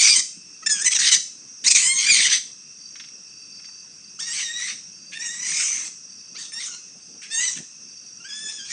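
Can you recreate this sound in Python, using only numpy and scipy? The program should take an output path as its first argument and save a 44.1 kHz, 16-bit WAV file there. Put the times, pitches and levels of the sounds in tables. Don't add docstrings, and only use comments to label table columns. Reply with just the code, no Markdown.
import sys
import numpy as np
from scipy import signal
from scipy.fft import rfft, irfft, next_fast_len
from scipy.io import wavfile
from scipy.ndimage import uniform_filter1d, map_coordinates

SR = 44100
rng = np.random.default_rng(int(sys.argv[2]) if len(sys.argv) > 2 else 0)


def wav_out(sig):
    wavfile.write(sys.argv[1], SR, np.round(np.clip(np.atleast_2d(sig).T, -1, 1) * 32767).astype(np.int16))


N = 384540


def amp(db):
    return 10 ** (np.asarray(db) / 20)


def unit(x):
    return x / np.sqrt(np.mean(x ** 2) + 1e-20)


def along(points, hz):
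    f, values = np.transpose(points)
    return np.interp(np.log(hz + 1), np.log(f + 1), values)


def curves(rows):
    times, *columns = np.transpose(rows)
    return [np.interp(np.arange(N) / SR, times, column) for column in columns]


def held(rows, rest, fade_s):
    out = np.outer(rest, np.ones(N))
    for start, end, *values in rows:
        out[:, round(start * SR):round(end * SR)] = np.array(values)[:, None]
    return uniform_filter1d(out, size=max(round(fade_s * SR), 1), axis=1)


def wobble(rate):
    points = rng.standard_normal(int(N * rate / SR) + 4)
    return map_coordinates(points, [np.arange(N) * rate / SR], order=2)


def filtered(x, response):
    size = next_fast_len(N + 8192)
    return irfft(rfft(x, size) * response(np.fft.rfftfreq(size, 1 / SR)), size)[:N]


def rush(spectrum, patchy_db):
    frames = signal.stft(rng.standard_normal(N + 512), nperseg=512)[2]
    patches = uniform_filter1d(rng.standard_normal(frames.shape), size=4, axis=0)
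    patches = uniform_filter1d(patches, size=8, axis=1)
    noise = signal.istft(frames * amp(patchy_db * unit(patches)), nperseg=512)[1][:N]
    return unit(filtered(noise, lambda hz: amp(along(spectrum, hz))))


# f/Hz, relative level/dB
THROAT_SHAPE = [(240, -49.5), (400, -37), (733, -34), (1150, -17), (1470, -12.5), (2070, -3), (2210, 3),
                (3000, -3.5), (4280, -4.5), (4630, -0.5), (5420, -3), (6100, 4.5), (7530, -3), (8370, 4),
                (9300, -9.5), (12100, -64), (20500, -120)]
# start t/s, end t/s, chaos/0-1, period doubling/0-1
FOLD_STATES = [(.105, .135, .25, .2), (.155, .185, .35, .4), (.6, .66, .45, .8), (.66, .755, .3, .15),
               (.755, .84, .52, .2), (.86, .9, .35, .3), (1.82, 1.885, .4, .8), (1.885, 1.945, .08, .65),
               (1.945, 2.0, .5, .7), (2.065, 2.14, .35, .15), (2.16, 2.4, .85, .5), (4.17, 4.215, .35, .7),
               (4.215, 4.32, .42, .6), (4.44, 4.58, .22, .15), (4.58, 4.66, .5, .25), (5.15, 5.34, .32, .3),
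               (5.34, 5.45, .52, .2), (5.48, 5.92, .88, .5), (6.33, 6.39, .45, .7), (6.49, 6.6, .3, .15),
               (6.69, 6.8, .4, .2), (7.28, 7.395, .2, .9), (7.395, 7.5, .45, .3), (8.13, 8.48, .24, .05),
               (8.48, 8.55, .42, .3), (8.55, 8.66, .3, .1)]
def vocal_folds(pitch):
    chaos, doubling = held(FOLD_STATES, rest=[.75, .45], fade_s=.03)
    waver = .014 * wobble(45) + (.003 + .02 * chaos) * wobble(250)
    shaky = 1 + waver + .1 * chaos ** 2 * wobble(500)
    phase = 2 * np.pi * np.cumsum(pitch * shaky) / SR
    tone, power = np.zeros(N), np.zeros(N)
    for k in range(1, 12):
        size = amp(along(THROAT_SHAPE, k * pitch) - 3.2 * np.log2(k) - 10 * (k == 1))
        size *= doubling if k % 2 else 1
        tone += size * amp(5.37 * wobble(30)) * np.sin(k * phase + rng.uniform(0, 2 * np.pi))
        power += size ** 2
    tone *= amp(2.5 * wobble(60) + 4 * chaos * wobble(300)) / np.sqrt(power)
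    puffs = (1 + 0.44 * np.cos(2 * phase)) * amp(0.67 * wobble(220))
    breath = puffs * rush([(100, 0)], patchy_db=5.0)
    air = unit(filtered(breath, lambda hz: amp(along(THROAT_SHAPE, hz))))
    return np.sqrt(1 - chaos ** 2.4) * tone + chaos ** 1.2 * air


def mouth(x, centre_hz, width_hz, lift_db):
    hz, t, frames = signal.stft(x, SR, nperseg=256)
    centre = centre_hz[np.minimum((t * SR).astype(int), N - 1)]
    boost = amp(lift_db / (1 + ((hz[:, None] - centre) / width_hz) ** 2))
    return signal.istft(frames * boost, SR, nperseg=256)[1][:N]


# t/s, level/dB above 5 kHz,
# then, relative to that, level/dB at 3-5 kHz and level/dB at 1.35-3 kHz
SCREECH_LEVELS = [
    [(0.0, -18.5, -3, -6), (.03, -13.5, -5.5, -9), (.075, -15, -7, -6), (.11, -18, 4.5, -6),
     (.145, -18.5, -4.5, -10.5), (.168, -16, -10.5, -15.5), (.203, -19, -9, -14), (.212, -30.5, -12, -16)],
    [(.692, -23.5, -11, -2), (.722, -15.5, -17.5, -19), (.77, -35, -4, -4), (.825, -21.5, -21.5, -11.5),
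     (.838, -40, 0.5, -2)],
    [(.988, -22.5, -10, -7), (.996, -17.5, -8, -14), (1.026, -23.5, -1.5, -4), (1.09, -17.5, 0.5, -9.5),
     (1.106, -28, -7, 1)],
    [(1.745, -30, -12, -13), (1.7505, -11.5, -10, -7), (1.806, -22.5, -5, -6), (1.874, -16.5, -17.5, -13),
     (1.922, -22.5, -1.5, 0.5), (1.95, -23, -18, -18), (1.99, -20, -5.5, -10), (2.05, -26, -1, -3),
     (2.104, -19, 1, 5.5), (2.126, -16, -3, -8.5), (2.186, -21.5, 0.5, -1.5), (2.27, -19.5, -2.5, -4),
     (2.29, -23.5, -3, -2)],
    [(4.228, -40.5, -7, -20), (4.283, -30.5, -10.5, -6.5), (4.34, -30, -4.5, -10.5),
     (4.405, -28.5, -5.5, -2), (4.46, -31.5, -4, -11), (4.505, -39, 7, 7), (4.52, -37, -8, -5)],
    [(5.252, -32, -12, -8), (5.27, -28, -18, -19), (5.304, -38.5, -1.5, -1.5), (5.38, -34, -16.5, -9.5),
     (5.466, -28, -11, -7.5), (5.55, -26, -10.5, -8.5), (5.608, -23.5, -11, -5.5),
     (5.65, -23.5, -19.5, -13.5), (5.74, -27, -15, -11), (5.83, -35, -12.5, -8.5), (5.88, -31, -10.5, -15)],
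    [(6.52, -42, -16, -0.5), (6.538, -32, -16, -17.5), (6.612, -35.5, -0.5, -2), (6.665, -30, -14, -22),
     (6.696, -39, -10, -18)],
    [(7.302, -41, -7, -2), (7.33, -30, -1, -6.5), (7.376, -22, -14.5, -15.5), (7.4, -24, -11, -3),
     (7.44, -24.5, -9, -6.5), (7.49, -24.5, -9, -12), (7.525, -34.5, -19, -21), (7.55, -41, -9, -14)],
    [(8.288, -46, 0, -2), (8.305, -38.5, -1, -8), (8.43, -38, -3.5, -7.5), (8.48, -31.5, -5, -10.5),
     (8.515, -37.5, -3, -7), (8.54, -36.5, -14, -18), (8.6, -43.5, 6, -4), (8.682, -43, -3, -7.5),
     (8.72, -28, -8.5, -7)],
]
def cries(pitch):
    release_s, release_db = 0.013, -30
    t, gains = np.arange(N) / SR, np.zeros((4, N))
    bottom_db = -36 + 28 * np.clip((800 - pitch) / (800 - 610), 0, 1)
    for rows in SCREECH_LEVELS + yips():
        ending = np.add(rows[-1], [release_s, release_db, 0, 0])
        times, db, *offsets = np.transpose([*rows, ending])
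        now = slice(round(times[0] * SR), round(times[-1] * SR))
        upper = [amp(np.interp(t[now], times, db + offset)) for offset in (0, *offsets)]
        bottom = upper[0] ** 0.66 * amp(bottom_db[now])
        gains[:, now] = np.maximum(gains[:, now], [*upper, bottom])
    return uniform_filter1d(gains, size=160, axis=1)


# start t/s, t/s the swell aims for (may lie outside the yip), end t/s,
# level/dB it aims for above 5 kHz, then, relative to that, level/dB at 3-5 kHz and at 1.35-3 kHz
YIP_LEVELS = [(0.624, 0.639, 0.64, -45, -6, 3), (.661, 0.674, 0.68, -16.5, -13, -7),
              (0.844, 0.881, 0.89, -13.5, -14.5, -8.5), (0.906, 0.935, 0.94, -18.5, -7.5, -9.5),
              (0.945, 0.956, 0.98, -16.5, -8, -11), (1.112, 1.129, 1.172, -12.5, -5.5, -11.5),
              (1.64, 1.653, 1.71, -23, -2.5, -10), (1.658, 1.683, 1.692, -12, -7.5, -12),
              (1.702, 1.716, 1.73, -10.5, -8, -11), (2.296, 2.327, 2.384, -17.5, -2.5, -8),
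              (4.19, 4.202, 4.29, -30, -7, -13), (4.528, 4.556, 4.65, -33.5, 2, -3.5),
              (4.56, 4.624, 4.706, -31, -6.5, -2.5), (4.664, 4.685, 4.74, -31.5, -3, -2),
              (5.116, 5.142, 5.2, -43.5, 2.5, 6.5), (5.173, 5.167, 5.18, -32.5, 2.5, 5),
              (5.19, 5.222, 5.39, -31, -12.5, -4.5), (6.347, 6.366, 6.45, -45, 6, -0.5),
              (6.376, 6.397, 6.5, -36, -4, -14.5), (6.7, 6.723, 6.77, -40.5, -10, -10),
              (6.728, 6.769, 6.75, -33.5, -4, -8), (7.216, 7.222, 7.3, -47, 0, 3.5),
              (7.24, 7.296, 7.24, -38, -1, -5), (7.554, 7.572, 7.6, -36, -7, -4),
              (8.198, 8.213, 8.232, -60, -6, 12), (8.24, 8.259, 8.285, -50, 6, 9)]
def yips():
    out = []
    for start, aim, end, db, *colour in YIP_LEVELS:
        times = np.linspace(start, end, num=24)
        edge_db = np.where(times < aim, -11.5, -14.5)
        drops = edge_db * np.interp(times, [start, aim, end], [1, 0, 1]) ** 2.08
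        out.append([(t, db + drop, *colour) for t, drop in zip(times, drops)])
    return out


# t/s, pitch f/Hz (half the shrill tone), mouth f/Hz
VOICE_GLIDES = [
    [(0.0, 1136, 6170), (0.076, 1201, 5750), (0.132, 1185, 4930), (0.15, 1032, 6340), (0.22, 1021, 5670)],
    [(0.61, 598, 5630), (0.648, 674, 6800), (0.668, 910, 6680), (0.79, 786, 5850), (0.88, 1017, 6420),
     (0.95, 986, 5830), (0.972, 893.7, 6050), (1.12, 1021, 5270), (1.18, 899, 5650)],
    [(1.63, 706, 6100), (1.68, 1217, 6900), (1.758, 1200, 6730), (1.806, 1008, 7200), (1.928, 1058, 7130),
     (2.038, 1073, 5480), (2.076, 1189, 5650), (2.106, 1200, 5330), (2.126, 1105, 6670), (2.2, 1045, 5780),
     (2.385, 990.6, 5850)],
    [(4.18, 546.4, 6540), (4.21, 933, 5980), (4.318, 942, 5200), (4.39, 1161, 6650), (4.415, 1040, 6160),
     (4.454, 944, 6440), (4.528, 936, 6200), (4.666, 1021, 6100), (4.73, 934, 5800)],
    [(5.11, 870, 5200), (5.19, 890, 5700), (5.222, 980, 6250), (5.336, 952, 6800), (5.43, 985, 5880),
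     (5.598, 1176, 6500), (5.678, 1170, 6300), (5.84, 925, 6080), (5.9, 1028, 5980)],
    [(6.34, 572, 6000), (6.392, 936, 6620), (6.444, 924, 6070), (6.53, 890, 5400), (6.585, 935, 5500),
     (6.618, 1103, 5630), (6.682, 750, 6900), (6.8, 695, 6050)],
    [(7.21, 784, 5583), (7.306, 836, 5640), (7.316, 898, 5630), (7.39, 926, 7000), (7.445, 1022, 6800),
     (7.48, 1000, 6930), (7.555, 800, 6200), (7.59, 936, 5770), (7.68, 910, 5900)],
    [(8.14, 539.7, 5620), (8.206, 684, 5690), (8.234, 676, 5470), (8.252, 775, 4800), (8.29, 845, 5340),
     (8.474, 878, 5420), (8.586, 870, 5910), (8.596, 804, 6240), (8.684, 816.8, 6120), (8.72, 1020, 5970)],
]
def raccoons():
    pitch, mouth_hz = curves(np.concatenate(VOICE_GLIDES))
    voice = mouth(vocal_folds(pitch), mouth_hz, width_hz=500, lift_db=7)
    below = [filtered(voice, lambda hz: np.clip((edge_hz - hz) / 400 + .5, 0, 1))
             for edge_hz in (5000, 3000, 1350)]
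    bands = -np.diff([voice, *below, np.zeros(N)], axis=0)
    bands /= np.sqrt(np.abs(uniform_filter1d(bands ** 2, size=1300, axis=1)) + 1e-4)
    return np.sum(cries(pitch) * bands, axis=0)


def trill(hz, width_hz, rate, depth):
    tone = unit(filtered(rng.standard_normal(N), lambda f: 1 / (1 + ((f - hz) / width_hz * 2) ** 4)))
    stroke_phase = 2 * np.pi * np.cumsum(rate * (1 + 0.03 * wobble(7.4))) / SR
    return tone * (1 + depth * np.cos(stroke_phase))


# f/Hz, width/Hz, level/dB, pulse rate/Hz, pulse depth/0-1
FAR_CRICKETS = [(2631.4, 240, -61, 23, 0.02), (5489, 330, -48.5, 66, 0), (5778, 150, -49, 74, 0.2),
                (6229, 220, -51, 63, 0), (6360, 560, -57, 22, 0.7)]
# start t/s, end t/s, level/dB
NEAR_CRICKET = [(.5, .62, -61), (1.31, 1.46, -57), (2.764, 3.1, -50.5), (3.267, 3.863, -49),
                (3.904, 4.12, -53), (4.944, 5.13, -47), (6.075, 6.451, -53), (6.999, 7.25, -57.5),
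                (7.87, 8.2, -54)]
def crickets():
    chorus = sum(amp(db + 1.95 * wobble(6.3)) * trill(hz, width_hz, rate, depth)
                 for hz, width_hz, db, rate, depth in FAR_CRICKETS)
    phrases = held([(start, end, amp(db)) for start, end, db in NEAR_CRICKET], rest=[0], fade_s=0.065)[0]
    return chorus + phrases * amp(2.06 * wobble(8)) * trill(hz=4678, width_hz=160, rate=47, depth=0.37)


# f/Hz, relative level/dB
TRAFFIC_SHAPE = [(40, -32.5), (90, -2), (130, 0), (200, 2.5), (400, -8), (750, -16), (1300, -7),
                 (2000, -10), (3500, -10), (4200, -10.5), (5000, 7), (7000, -7.5), (8200, -4),
                 (9500, -10.5)]
def traffic():
    return amp(-50.5) * rush(TRAFFIC_SHAPE, patchy_db=1.5)


# f/Hz, relative level/dB
RUMBLE_SHAPE = [(29, -78.5), (50, -38), (140, -7.5), (178, -1), (525, -15), (606, -21.5), (700, -18.5),
                (910, -25.5), (1540, -120)]
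# peak t/s, level/dB
GROWL_SWELLS = [(.17, -50), (0.729, -58), (1.18, -52), (1.65, -61), (2.12, -43), (2.2, -48.5),
                (2.27, -44.5), (4.73, -58), (5.27, -61), (5.88, -48), (6.75, -58), (6.97, -58), (7.09, -54),
                (7.16, -50), (7.6, -45.5), (8.23, -57)]
def growl(voices):
    t = np.arange(N) / SR
    rest_db, swell_fade_s = -63.5, 0.058
    stir = amp(-51) * np.abs(uniform_filter1d(voices ** 2, size=2000)) ** 0.25
    swells = sum(amp(db) * np.clip(1 - np.abs(t - peak) / swell_fade_s, 0, 1) ** 2
                 for peak, db in GROWL_SWELLS)
    return (amp(rest_db) + stir + swells) * rush(RUMBLE_SHAPE, patchy_db=4.0)


# t/s, level/dB
ECHO_SHARE = [(2.5, -10), (4, -6)]
# f/Hz, t/s to fade by 60 dB
ECHO_FADE = [(500, 0.14), (2000, 0.31), (4000, 0.39), (6000, 0.44), (9000, 0.46)]
# f/Hz, level/dB
ECHO_SHAPE = [(800, 0), (2000, -1.5), (4000, -0.5), (6000, 2.5), (9000, -1.5)]
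def tree_echoes(x):
    sent = x * amp(curves(ECHO_SHARE)[0])
    out, step = np.zeros(N + 2 * SR), SR // 4
    for start in range(0, N, step):
        hz, t, frames = signal.stft(rng.standard_normal(SR // 2), SR, nperseg=256)
        fade = amp(-60 * t / along(ECHO_FADE, hz)[:, None])
        tail = signal.istft(frames * fade, SR, nperseg=256)[1]
        echo = signal.fftconvolve(sent[start:start + step], tail / np.linalg.norm(tail))
        out[start + 400:][:len(echo)] += echo
    return filtered(out[:N], lambda hz: amp(along(ECHO_SHAPE, hz)))


# t/s, relative level/dB, f/Hz
LEAF_TICKS = [(2.9558, -30, 2440), (2.9986, -24, 2820), (3.039, -31, 2820), (3.085, -40, 2790),
              (3.596, -40, 2100), (3.6446, -33.5, 2540), (3.6872, -38.5, 1420)]
def leaves():
    out, t = np.zeros(N), np.arange(1800) / SR
    rise_s, fade_s = 0.0045, 0.048
    for start, db, hz in LEAF_TICKS:
        crackle = rng.standard_normal(len(t)) * amp(-60 * t / fade_s) * (1 - np.exp(-t / rise_s))
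        band = signal.butter(2, [hz * .6, hz * 1.5], "bandpass", fs=SR)
        out[round(start * SR) - 80:][:len(t)] += amp(db + 5.5) * signal.lfilter(*band, crackle)
    return out


def scene():
    voices = raccoons()
    near = voices + leaves()
    return (near + tree_echoes(near) + crickets() + traffic() + growl(voices))[None]


def record(dry):
    bass_hz, treble_hz, splash_top_hz, ceiling = 60, 9560, 15850, .8
    heard = filtered(dry[0], lambda hz: (hz < treble_hz) / (1 + (bass_hz / (hz + 1)) ** 2))
    clipped = heard / (1 + np.abs(heard / ceiling) ** 12) ** (1 / 12)
    return filtered(clipped, lambda hz: hz < splash_top_hz)[None]


dry = scene()
out = record(dry)
wav_out(out)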